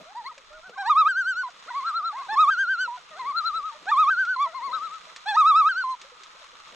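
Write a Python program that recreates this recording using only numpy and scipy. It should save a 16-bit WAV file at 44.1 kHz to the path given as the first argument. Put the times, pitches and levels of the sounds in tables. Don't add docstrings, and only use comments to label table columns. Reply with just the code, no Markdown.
import sys
import numpy as np
from scipy import signal
from scipy.fft import rfft, irfft
from scipy.io import wavfile
from scipy.ndimage import uniform_filter1d

SR = 44100
rng = np.random.default_rng(int(sys.argv[2]) if len(sys.argv) > 2 else 0)


def unload_wav(signal):
    wavfile.write(
        sys.argv[1],
        SR,
        np.round(np.clip(np.atleast_2d(signal).T, -1, 1) * 32767).astype(np.int16),
    )


N = 297675
T = np.arange(N) / SR
HZ = np.maximum(np.arange(N // 2 + 1) * SR / N, 1)


def undb(db):
    return 10 ** (np.asarray(db) / 20)


def unit(x):
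    return x / np.sqrt(np.mean(x ** 2))


def at_pitch(points, hz, column=1):
    points = np.array(points, float)
    return np.interp(np.log(hz), np.log(points[:, 0]), points[:, column])


def colour(x, eq):
    return irfft(rfft(x) * undb(at_pitch(eq, HZ)), N)


def walk(rate_hz):
    return unit(irfft(rfft(rng.standard_normal(N)) * np.exp(-(HZ / rate_hz) ** 2), N))


def bump(t, centre, half_width):
    return np.exp(-((t - centre) / half_width) ** 2)


def swells(table, rest_db):
    power = sum((undb(db) * bump(T, s, half)) ** 2 for s, db, half in table)
    return np.sqrt(undb(rest_db) ** 2 + power)


def add(out, start_s, x):
    i = max(int(start_s * SR), 0)
    out[i:i + len(x)] += x[:max(N - i, 0)]


def pan(x, db):
    return x * undb(np.array([[.5], [-.5]]) * db)


# freq_hz, correlation
BED_LIKENESS = [(60, -0.034), (170, 0.4), (500, 0.92), (1000, 0.2), (2000, .4), (3000, 0.68), (4700, -0.55),
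                (6500, 0.79), (8500, 1)]
def spread(mid, side):
    likeness = at_pitch(BED_LIKENESS, HZ)
    mid, side = rfft(mid) * np.sqrt(1 + likeness), rfft(side) * np.sqrt(1 - likeness)
    return irfft(np.array([mid + side, mid - side]), N)


# freq_hz, gain_db
AIR_EQ = [(15, -0.5), (28, 4), (50, -3.5), (70, -8.5), (95, -20.5), (200, -51.5)]
# centre_s, relative_level_db, half_length_s
AIR_PUFFS = [(.56, -67, 0.098), (.97, -67, .08), (1.32, -68.5, 0.12), (2.46, -71.5, 0.075),
             (3.57, -66, 0.088), (5.3, -73, 0.059), (5.75, -75.5, 0.21), (6.6, -74, 0.14)]
def breeze(gain_db):
    rumble = unit(colour(spread(*rng.standard_normal((2, N))), AIR_EQ))
    return rumble * swells(AIR_PUFFS, rest_db=-80) * undb(gain_db)


def fizz(bursts_per_s=700, grain_db=1.0):
    sizes = undb(3 * np.minimum(rng.exponential(size=N), 3))
    bursts = (rng.random(N) < bursts_per_s / SR) * sizes
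    splash = np.exp(-np.arange(256) / 60)
    envelope = np.sqrt(np.convolve(bursts ** 2, splash ** 2)[:N])
    grains = unit(envelope * rng.standard_normal(N))
    return rng.standard_normal(N) + undb(grain_db) * grains


# time_s, relative_level_db
RIPPLE_LEVELS = [(0, -61), (.45, -63.5), (.9, -63), (1.25, -65.5), (1.87, -56.5), (2.05, -64.5), (2.2, -58),
                 (2.7, -63), (3.2, -59), (4.3, -60.5), (4.75, -58.5), (5.15, -57.5), (5.55, -62),
                 (6.3, -60), (6.75, -58.5)]
# freq_hz, gain_db
RIPPLE_EQ = [(350, -26.5), (600, -19), (650, -10.5), (728, -14), (863, -3), (1270, 6), (1490, -3.5),
             (2370, -4), (3080, -5.5), (3420, -3), (4010, -3.5), (4640, -9.5), (5320, -10), (6910, -13.5),
             (9080, -28.5), (11800, -39), (20000, -120)]
def ripples(gain_db):
    level_db = np.interp(T, *np.transpose(RIPPLE_LEVELS)) + .8 * walk(12)
    return unit(colour(spread(fizz(), fizz()), RIPPLE_EQ)) * undb(level_db + gain_db)


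# freq_hz, gain_db
LAP_EQ = [(100, -25.5), (130, -13), (160, -3), (260, -7.5), (350, -6), (480, 0), (650, 0), (900, -11),
          (1400, -40)]
# centre_s, relative_level_db, half_length_s
HULL_WAVELETS = [(.01, -54.5, 0.031), (.7, -61, 0.041), (1.02, -67, 0.082), (1.75, -70, 0.38),
                 (2.35, -63, 0.12), (2.6, -73, 0.043), (2.88, -66, 0.083), (3.25, -63.5, 0.19),
                 (3.57, -59, 0.035), (3.86, -64.5, 0.13), (4.72, -62, 0.22), (5.1, -67, 0.11),
                 (6.3, -73.5, 0.21), (6.74, -63.5, 0.098)]
def lapping(gain_db):
    slosh = undb(2.5 * walk(40))
    gurgle = unit(colour(spread(*rng.standard_normal((2, N))) * slosh, LAP_EQ))
    return gurgle * swells(HULL_WAVELETS, rest_db=-71.5) * undb(gain_db)


# start_s, peak_db, ring_hz
DROP_TICKS = [(.379, -36, 2200), (.528, -43, 1300), (.694, -38, 800), (1.503, -45, 3000),
              (1.594, -43, 3000), (3.856, -38, 900), (4.250, -36, 2500), (5.162, -28.5, 3000),
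              (6.015, -33.5, 3200), (6.234, -33, 3000)]
def ticks(decay_s, q):
    out, t = np.zeros(N), T[:SR // 8]
    soften = signal.butter(8, 7500, fs=SR, output="sos")
    for start_s, peak_db, ring_hz in DROP_TICKS:
        burst = rng.standard_normal(len(t)) * np.exp(-t / decay_s)
        ring = signal.lfilter(*signal.iirpeak(ring_hz, q, fs=SR), burst)
        tick = signal.sosfilt(soften, ring)
        add(out, start_s, undb(peak_db) * tick / np.abs(tick).max())
    return out


# start_s, peak_db, pitch_hz, glide_oct_per_s
HULL_PLOPS = [(.375, -48.5, 583, -6.5), (0.695, -45.5, 521, -8), (1.02, -52, 528, 7), (1.66, -56, 474, -1),
              (2.329, -50, 378, -1), (2.86, -54, 508, 3), (4.691, -47, 476, 14), (4.735, -48.5, 517, 5.5),
              (5.07, -48, 626, 1.5), (6.02, -58.5, 390, 1), (6.045, -48, 526, 4), (6.119, -47.5, 500, -1),
              (6.209, -57, 415, -5.5), (6.35, -54, 533, 17.5), (6.415, -49.5, 668, -14),
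              (6.532, -58, 477, 5), (6.725, -54, 453, 10)]
def plops(rise_s, decay_s):
    out, t = np.zeros(N), T[:SR // 8]
    envelope = np.exp(-t / decay_s) * (1 - np.exp(-t / rise_s))
    for start_s, peak_db, pitch_hz, glide in HULL_PLOPS:
        phase = 2 * np.pi * np.cumsum(pitch_hz * 2 ** (glide * t)) / SR
        bubble = np.sin(phase) * envelope
        add(out, start_s, undb(peak_db) * bubble / np.abs(bubble).max())
    return out


def shore(calls, scatter_db, scatter_t60_s, forest_db, forest_t60_s, echo_db, echo_s):
    scatter = 1000 ** (-T / scatter_t60_s)
    forest = 1000 ** (-T / forest_t60_s) * np.minimum(T / .3, 1)
    echo = bump(T, echo_s, half_width=.1)
    returns = [(scatter_db, scatter), (forest_db, forest), (echo_db, echo)]
    power = sum(undb(db) ** 2 * shape ** 2 / np.sum(shape ** 2) for db, shape in returns)
    impulse_response = np.sqrt(power) * rng.standard_normal((2, N))
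    return signal.fftconvolve(calls[None], impulse_response, axes=1)[:, :N]


# freq_hz, left_lag_rad, left_minus_right_db
PORT_IMAGE = [(600, .1, -6.5), (1120, .12, -4.4), (1640, 0.22, -0.5), (2760, .7, -3.5), (3720, 1.4, 2.5),
              (4380, 2.8, 3), (4630, 4.18, 4), (5230, 5.6, -5), (7000, 6.2, 2.5), (9000, 6.3, -3)]
def ports(voice):
    lag = at_pitch(PORT_IMAGE, HZ)
    balance_db = at_pitch(PORT_IMAGE, HZ, column=2)
    left, right = undb(balance_db / 2) * np.exp(-1j * lag), undb(-balance_db / 2)
    return irfft(rfft(voice) * np.array([left, right]), N)


# time_s, left_minus_right_db
FAR_PAN = [(0, 4.5), (1.9, 3.5), (3.4, 6), (4.8, 8.5)]
def boat_turn(voice):
    return pan(voice, np.interp(T, *np.transpose(FAR_PAN)))


# freq_hz, gain_db
BILL_EQ = [(1500, -20.5), (2500, -6.5), (4000, 4.5), (7000, -4.5), (9000, -14), (13000, -27.5),
           (16000, -62)]
def bill_air(voice, air_db):
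    strength = np.sqrt(np.abs(uniform_filter1d(voice ** 2, size=300)))
    return unit(colour(rng.standard_normal(N), BILL_EQ)) * strength * undb(air_db)


# centre_s, half_length_s, overtone_gain_db
OVERTONE_FLARES = [(0.267, 0.027, 14), (1.18, 0.044, -4), (2.528, 0.017, 6), (2.827, 0.044, 10),
                   (3.372, 0.025, 2), (3.56, 0.026, 2), (4.41, .03, 2.5), (5.295, 0.013, 5)]
def flare_db(clock):
    return sum(db * bump(clock, s, half) for s, half, db in OVERTONE_FLARES)


def tremolo(notes):
    slowing_per_s = .204
    roundness = .25
    sag_oct_per_s2, sag_db_per_s2 = .9, 91.5
    ceiling_db, knee_db = -14.5, 1.5
    attack_s, release_s, break_s = .0061, .005, .0036
    top = np.hypot(1, roundness)
    starts, ends = np.array(notes)[:, :2].T
    for start, end, crest, rate, hz, glide, swing, db, swell, dip_db, overtone_db, slope in notes:
        clock = np.arange(start, end, 1 / SR)
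        t = clock - crest
        quaver = np.cos(np.pi * rate * t * (1 - slowing_per_s * t))
        dip = np.clip((top - np.hypot(quaver, roundness)) / (top - roundness), 0, 1)
        pitch_hz = hz * 2 ** (glide * t - sag_oct_per_s2 * t ** 2 - swing * dip)
        level_db = db + swell * t - sag_db_per_s2 * t ** 2
        level_db += 20 * np.log10(1 - (1 - undb(-dip_db)) * dip)
        level_db -= knee_db * np.logaddexp(0, (level_db - ceiling_db) / knee_db)
        for moment, neighbours, fade_s in (start, ends, attack_s), (end, starts, release_s):
            joined = np.abs(neighbours - moment).min() < .005
            depth, length_s = (.5, break_s) if joined else (.9, fade_s)
            level_db += 20 * np.log10(1 - depth * bump(clock, moment, length_s))
        bright_db = overtone_db + flare_db(clock) + 1.5 - 4 * dip
        yield start, np.array([pitch_hz, level_db, bright_db, np.full(len(t), slope)])


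def syrinx(notes, throat, gain_db, overtone_db, tilt_db_per_oct, jitter, flutter_db, grain_db,
           rasp_rad, edge_s):
    out = np.zeros(N)
    waver = jitter * walk(130)
    flutter = {k: flutter_db * walk(34) + grain_db * walk(130) for k in range(2, 12)}
    rasp = rasp_rad * walk(660)
    edge = int(edge_s * SR)
    for start, controls in tremolo(notes):
        controls = np.pad(controls, ((0, 0), (edge // 2, edge // 2)), mode="edge")
        hz, level_db, bright_db, slope = uniform_filter1d(controls, size=260, axis=1, mode="nearest")
        i = np.arange(len(hz))
        here = np.clip(int(start * SR) - edge // 2 + i, 0, N - 1)
        phase = 2 * np.pi * np.cumsum(hz * (1 + waver[here])) / SR + rasp[here]
        tone = np.sin(phase)
        for k in flutter:
            source_db = overtone_db + bright_db + (tilt_db_per_oct + slope) * np.log2(k / 2)
            throat_db = at_pitch(throat, k * hz) - at_pitch(throat, hz)
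            flicker_db = flutter[k][here] * np.log((k + 1) / 2)
            tone += undb(source_db + throat_db + flicker_db) * np.sin(k * phase)
        ramp = np.minimum(np.minimum(i, i[::-1]) / edge, 1)
        gate = np.sin(np.pi / 2 * ramp) ** 2
        add(out, start - edge_s / 2, np.sqrt(2) * tone * gate * undb(gain_db + level_db))
    return out


# centre_s, half_length_s, beat_hz, depth
FAR_RATTLES = [(1.896, .04, 232, 0.28), (4.755, .035, 222, 0.36)]
def rattle(voice):
    beat = sum(depth * bump(T, s, half) * np.sin(2 * np.pi * hz * T)
               for s, half, hz, depth in FAR_RATTLES)
    return voice * (1 + beat)


# start_s, end_s, crest_s, quavers_per_s, pitch_hz, glide_oct_per_s,
# swing_oct, relative_level_db, swell_db_per_s, dip_db, overtone_offset_db, slope_offset_db_per_oct
FAR_NOTES = [(0.05, 0.135, 0.12, 5.3, 830, 7, 0.08, -49, -2, 9.3, -15.5, -13.5),
             (0.145, 0.29, 0.18, 9.61, 971, 2.04, 0.37, -34.0, -1.5, 19.0, -16.5, -1.5),
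             (0.29, 0.312, 0.294, 9.5, 1295, -4, 0.4, -39, 0.5, 3.0, -10.5, -4.0),
             (0.312, 0.333, 0.305, 8.3, 1013, -2.5, 0.29, -42.5, -1.5, 12.0, -10, -4.5),
             (0.755, 0.9, 0.76, 11, 1110, 1, 0.56, -40.5, -2.5, 14, -14, -5.5),
             (1.0, 1.12, 1.06, 9.0, 596, 2.5, 0.2, -61, -3.5, 6.0, -17, -3.5),
             (1.66, 1.703, 1.7, 14, 763, 10, 0.26, -47.5, 63, 11, 4, -10.5),
             (1.703, 1.841, 1.774, 11.37, 1140, 1.5, 0.23, -26.5, 33, 13, -11, -8),
             (1.841, 2.128, 1.973, 10.5, 1379, -0.04, 0.26, -24.5, -4, 11.0, -10, -2.5),
             (1.975, 2.22, 2.04, 8.5, 746, 1.1, 0.3, -56, 0.5, 14, 0.0, -9.5),
             (2.128, 2.23, 2.19, 9, 1103, 0.9, 0.33, -33, -4.5, 4.0, -14.5, -2.5),
             (2.175, 2.225, 2.225, 8.0, 827, 7.5, 0.11, -50.5, -1, 6.0, -1, -4.5),
             (2.22, 2.282, 2.232, 7.3, 1142, -2.5, 0.43, -41, -13.5, 9.6, -18, -3.6),
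             (2.32, 2.356, 2.33, 7.5, 1115, 1, 0.32, -38, 1, 15.0, -13.5, -2.5),
             (2.38, 2.5, 2.44, 9.0, 730, 0.0, 0.25, -57.5, -4, 7.2, -15.5, -9),
             (3.105, 3.192, 3.2, 9.6, 835, 4.04, 0.25, -43.5, 78, 2.6, -4.5, -8),
             (3.192, 3.325, 3.287, 10.75, 1153, 1.4, 0.24, -27.5, 43.5, 6.7, -9.5, -4),
             (3.325, 3.715, 3.474, 10.59, 1370, -0.25, 0.24, -24.5, -11.5, 11.8, -8.5, -4.5),
             (3.715, 3.745, 3.73, 11, 913, -1.5, 0.02, -44, 1, 2.0, -18.5, 1.5),
             (3.745, 3.78, 3.754, 10.0, 600, 2.5, 0.1, -50.5, -23.5, 9.7, -13.5, -7.0),
             (4.45, 4.544, 4.475, 12.0, 665, 3, 0.22, -44.5, 3, 8.9, -4.5, -7.5),
             (4.544, 4.727, 4.655, 10.46, 1122, 0.64, 0.26, -30, 15.5, 6.6, -13.5, -1),
             (4.727, 4.99, 4.847, 10.05, 1327, 0.06, 0.23, -31, -55.5, 10.2, -8, -2)]
# freq_hz, gain_db
FAR_THROAT_EQ = [(650, -9.5), (1200, -2), (1700, -5.5), (2100, -6), (2500, -29), (2900, -36), (3400, -18),
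                 (3700, -22.5), (4100, -2.5), (4750, -16), (5500, -33.5), (6700, -35), (7700, -32.5),
                 (10500, -61), (13000, -83)]
def far_loon():
    voice = syrinx(FAR_NOTES, FAR_THROAT_EQ, gain_db=.22, overtone_db=-1.0, tilt_db_per_oct=-3.0,
                   jitter=.0037, flutter_db=5.0, grain_db=1.5, rasp_rad=.0266, edge_s=.0029)
    return rattle(voice)


# start_s, end_s, crest_s, quavers_per_s, pitch_hz, glide_oct_per_s,
# swing_oct, relative_level_db, swell_db_per_s, dip_db, overtone_offset_db, slope_offset_db_per_oct
NEAR_NOTES = [(0.5, 0.607, 0.553, 8.8, 1450, 1, 0.32, -49, 0.5, 15, -11.5, -9.5),
              (0.5, 0.61, 0.555, 12, 622, 1, 0.012, -52, 1, -1.5, -12.5, -10.5),
              (0.625, 0.755, 0.662, 10.4, 760.0, 1, 0.29, -57, -2, 15, 5, -11.5),
              (0.772, 0.896, 0.792, 9.7, 799.4, 3.0, 0.26, -33.5, 129, 12, -5, -2),
              (0.896, 1.082, 0.994, 10.2, 1305, 0.6, 0.28, -12, 8, 17, -11, -4.0),
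              (1.082, 1.433, 1.191, 9.93, 1579, -0.11, 0.21, -22, -4, 12, -5, -2),
              (1.433, 1.485, 1.412, 8.6, 1128, -0.6, 0.17, -25, -72.5, 5.5, -9.5, -5.5),
              (1.485, 1.503, 1.47, 12, 767, 0.5, 0.24, -43.5, -100.0, 0.5, -6, -6.0),
              (2.283, 2.355, 2.324, 8, 881, 1.86, 0.3, -28.5, 51, 9, -4.5, -3.5),
              (2.355, 2.503, 2.411, 9.8, 1279, 0.63, 0.27, -12, 10, 14, -11.5, -1.5),
              (2.503, 2.877, 2.612, 9.9, 1595, -0.08, 0.24, -21, 1.5, 11.5, -7, -4.5),
              (2.877, 2.972, 2.857, 10.7, 1018, -0.2, 0.11, -25, -116.0, 3, -20.5, 0.5),
              (2.972, 3.0, 2.957, 9.8, 760, 0.2, 0.22, -45.5, -22, 18, -1, -6.0),
              (3.862, 3.915, 3.902, 11.2, 883, 8, 0.029, -27.5, 163.5, 9, -1.3, -3.5),
              (3.915, 4.102, 4.006, 9.98, 1279, 0.46, 0.28, -15, 0, 9.0, -10.5, -3.5),
              (4.102, 4.361, 4.208, 9.87, 1559, -0.22, 0.2, -20.5, -18.5, 12.5, -13, -4),
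              (4.361, 4.485, 4.43, 9.3, 1163.0, -1.1, 0.27, -21, -49.5, 12.5, -9, -4.5),
              (5.255, 5.367, 5.284, 9.45, 857.5, 3.55, 0.3, -29, 143, 8.5, -5.5, -0.5),
              (5.367, 5.688, 5.487, 10.3, 1313, 0.17, 0.25, -11, -2, 9.5, -12.5, -1.3),
              (5.688, 5.838, 5.795, 9.45, 1542, -0.53, 0.24, -25, -34, 11, -3.1, -6),
              (5.838, 5.955, 5.911, 10.9, 1044, -0.86, 0.073, -27.5, -74, 4.5, -17.2, 1)]
# freq_hz, gain_db
NEAR_THROAT_EQ = [(650, -6.5), (1200, 0.5), (1700, -3.5), (2100, -18.5), (2500, -15), (2900, -27),
                  (3400, -13.5), (3700, -15), (4100, -7), (4750, -27), (5500, -22), (6700, -31),
                  (7700, -30.5), (10500, -54.5), (13000, -77)]
def near_loon():
    voice = syrinx(NEAR_NOTES, NEAR_THROAT_EQ, gain_db=.36, overtone_db=1.0, tilt_db_per_oct=-2.5,
                   jitter=.0024, flutter_db=3.5, grain_db=2.5, rasp_rad=.00316, edge_s=.004)
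    return voice + bill_air(voice, air_db=-42.5)


def scene():
    near, far = near_loon(), far_loon()
    birds = pan(ports(near), db=2.5) + boat_turn(ports(far))
    echoes = shore(near + far, scatter_db=-19.5, scatter_t60_s=.078, forest_db=-52, forest_t60_s=3,
                   echo_db=-41, echo_s=2.2)
    bed = breeze(gain_db=6) + ripples(gain_db=10.5) + lapping(gain_db=4)
    drops = ticks(decay_s=.0077, q=.69) + plops(rise_s=.00082, decay_s=.018)
    return bed + drops + echoes + birds


def record(dry):
    top_hz = 13500
    return signal.sosfilt(signal.ellip(8, .2, 70, top_hz, fs=SR, output="sos"), dry)


dry = scene()
out = record(dry)
unload_wav(out)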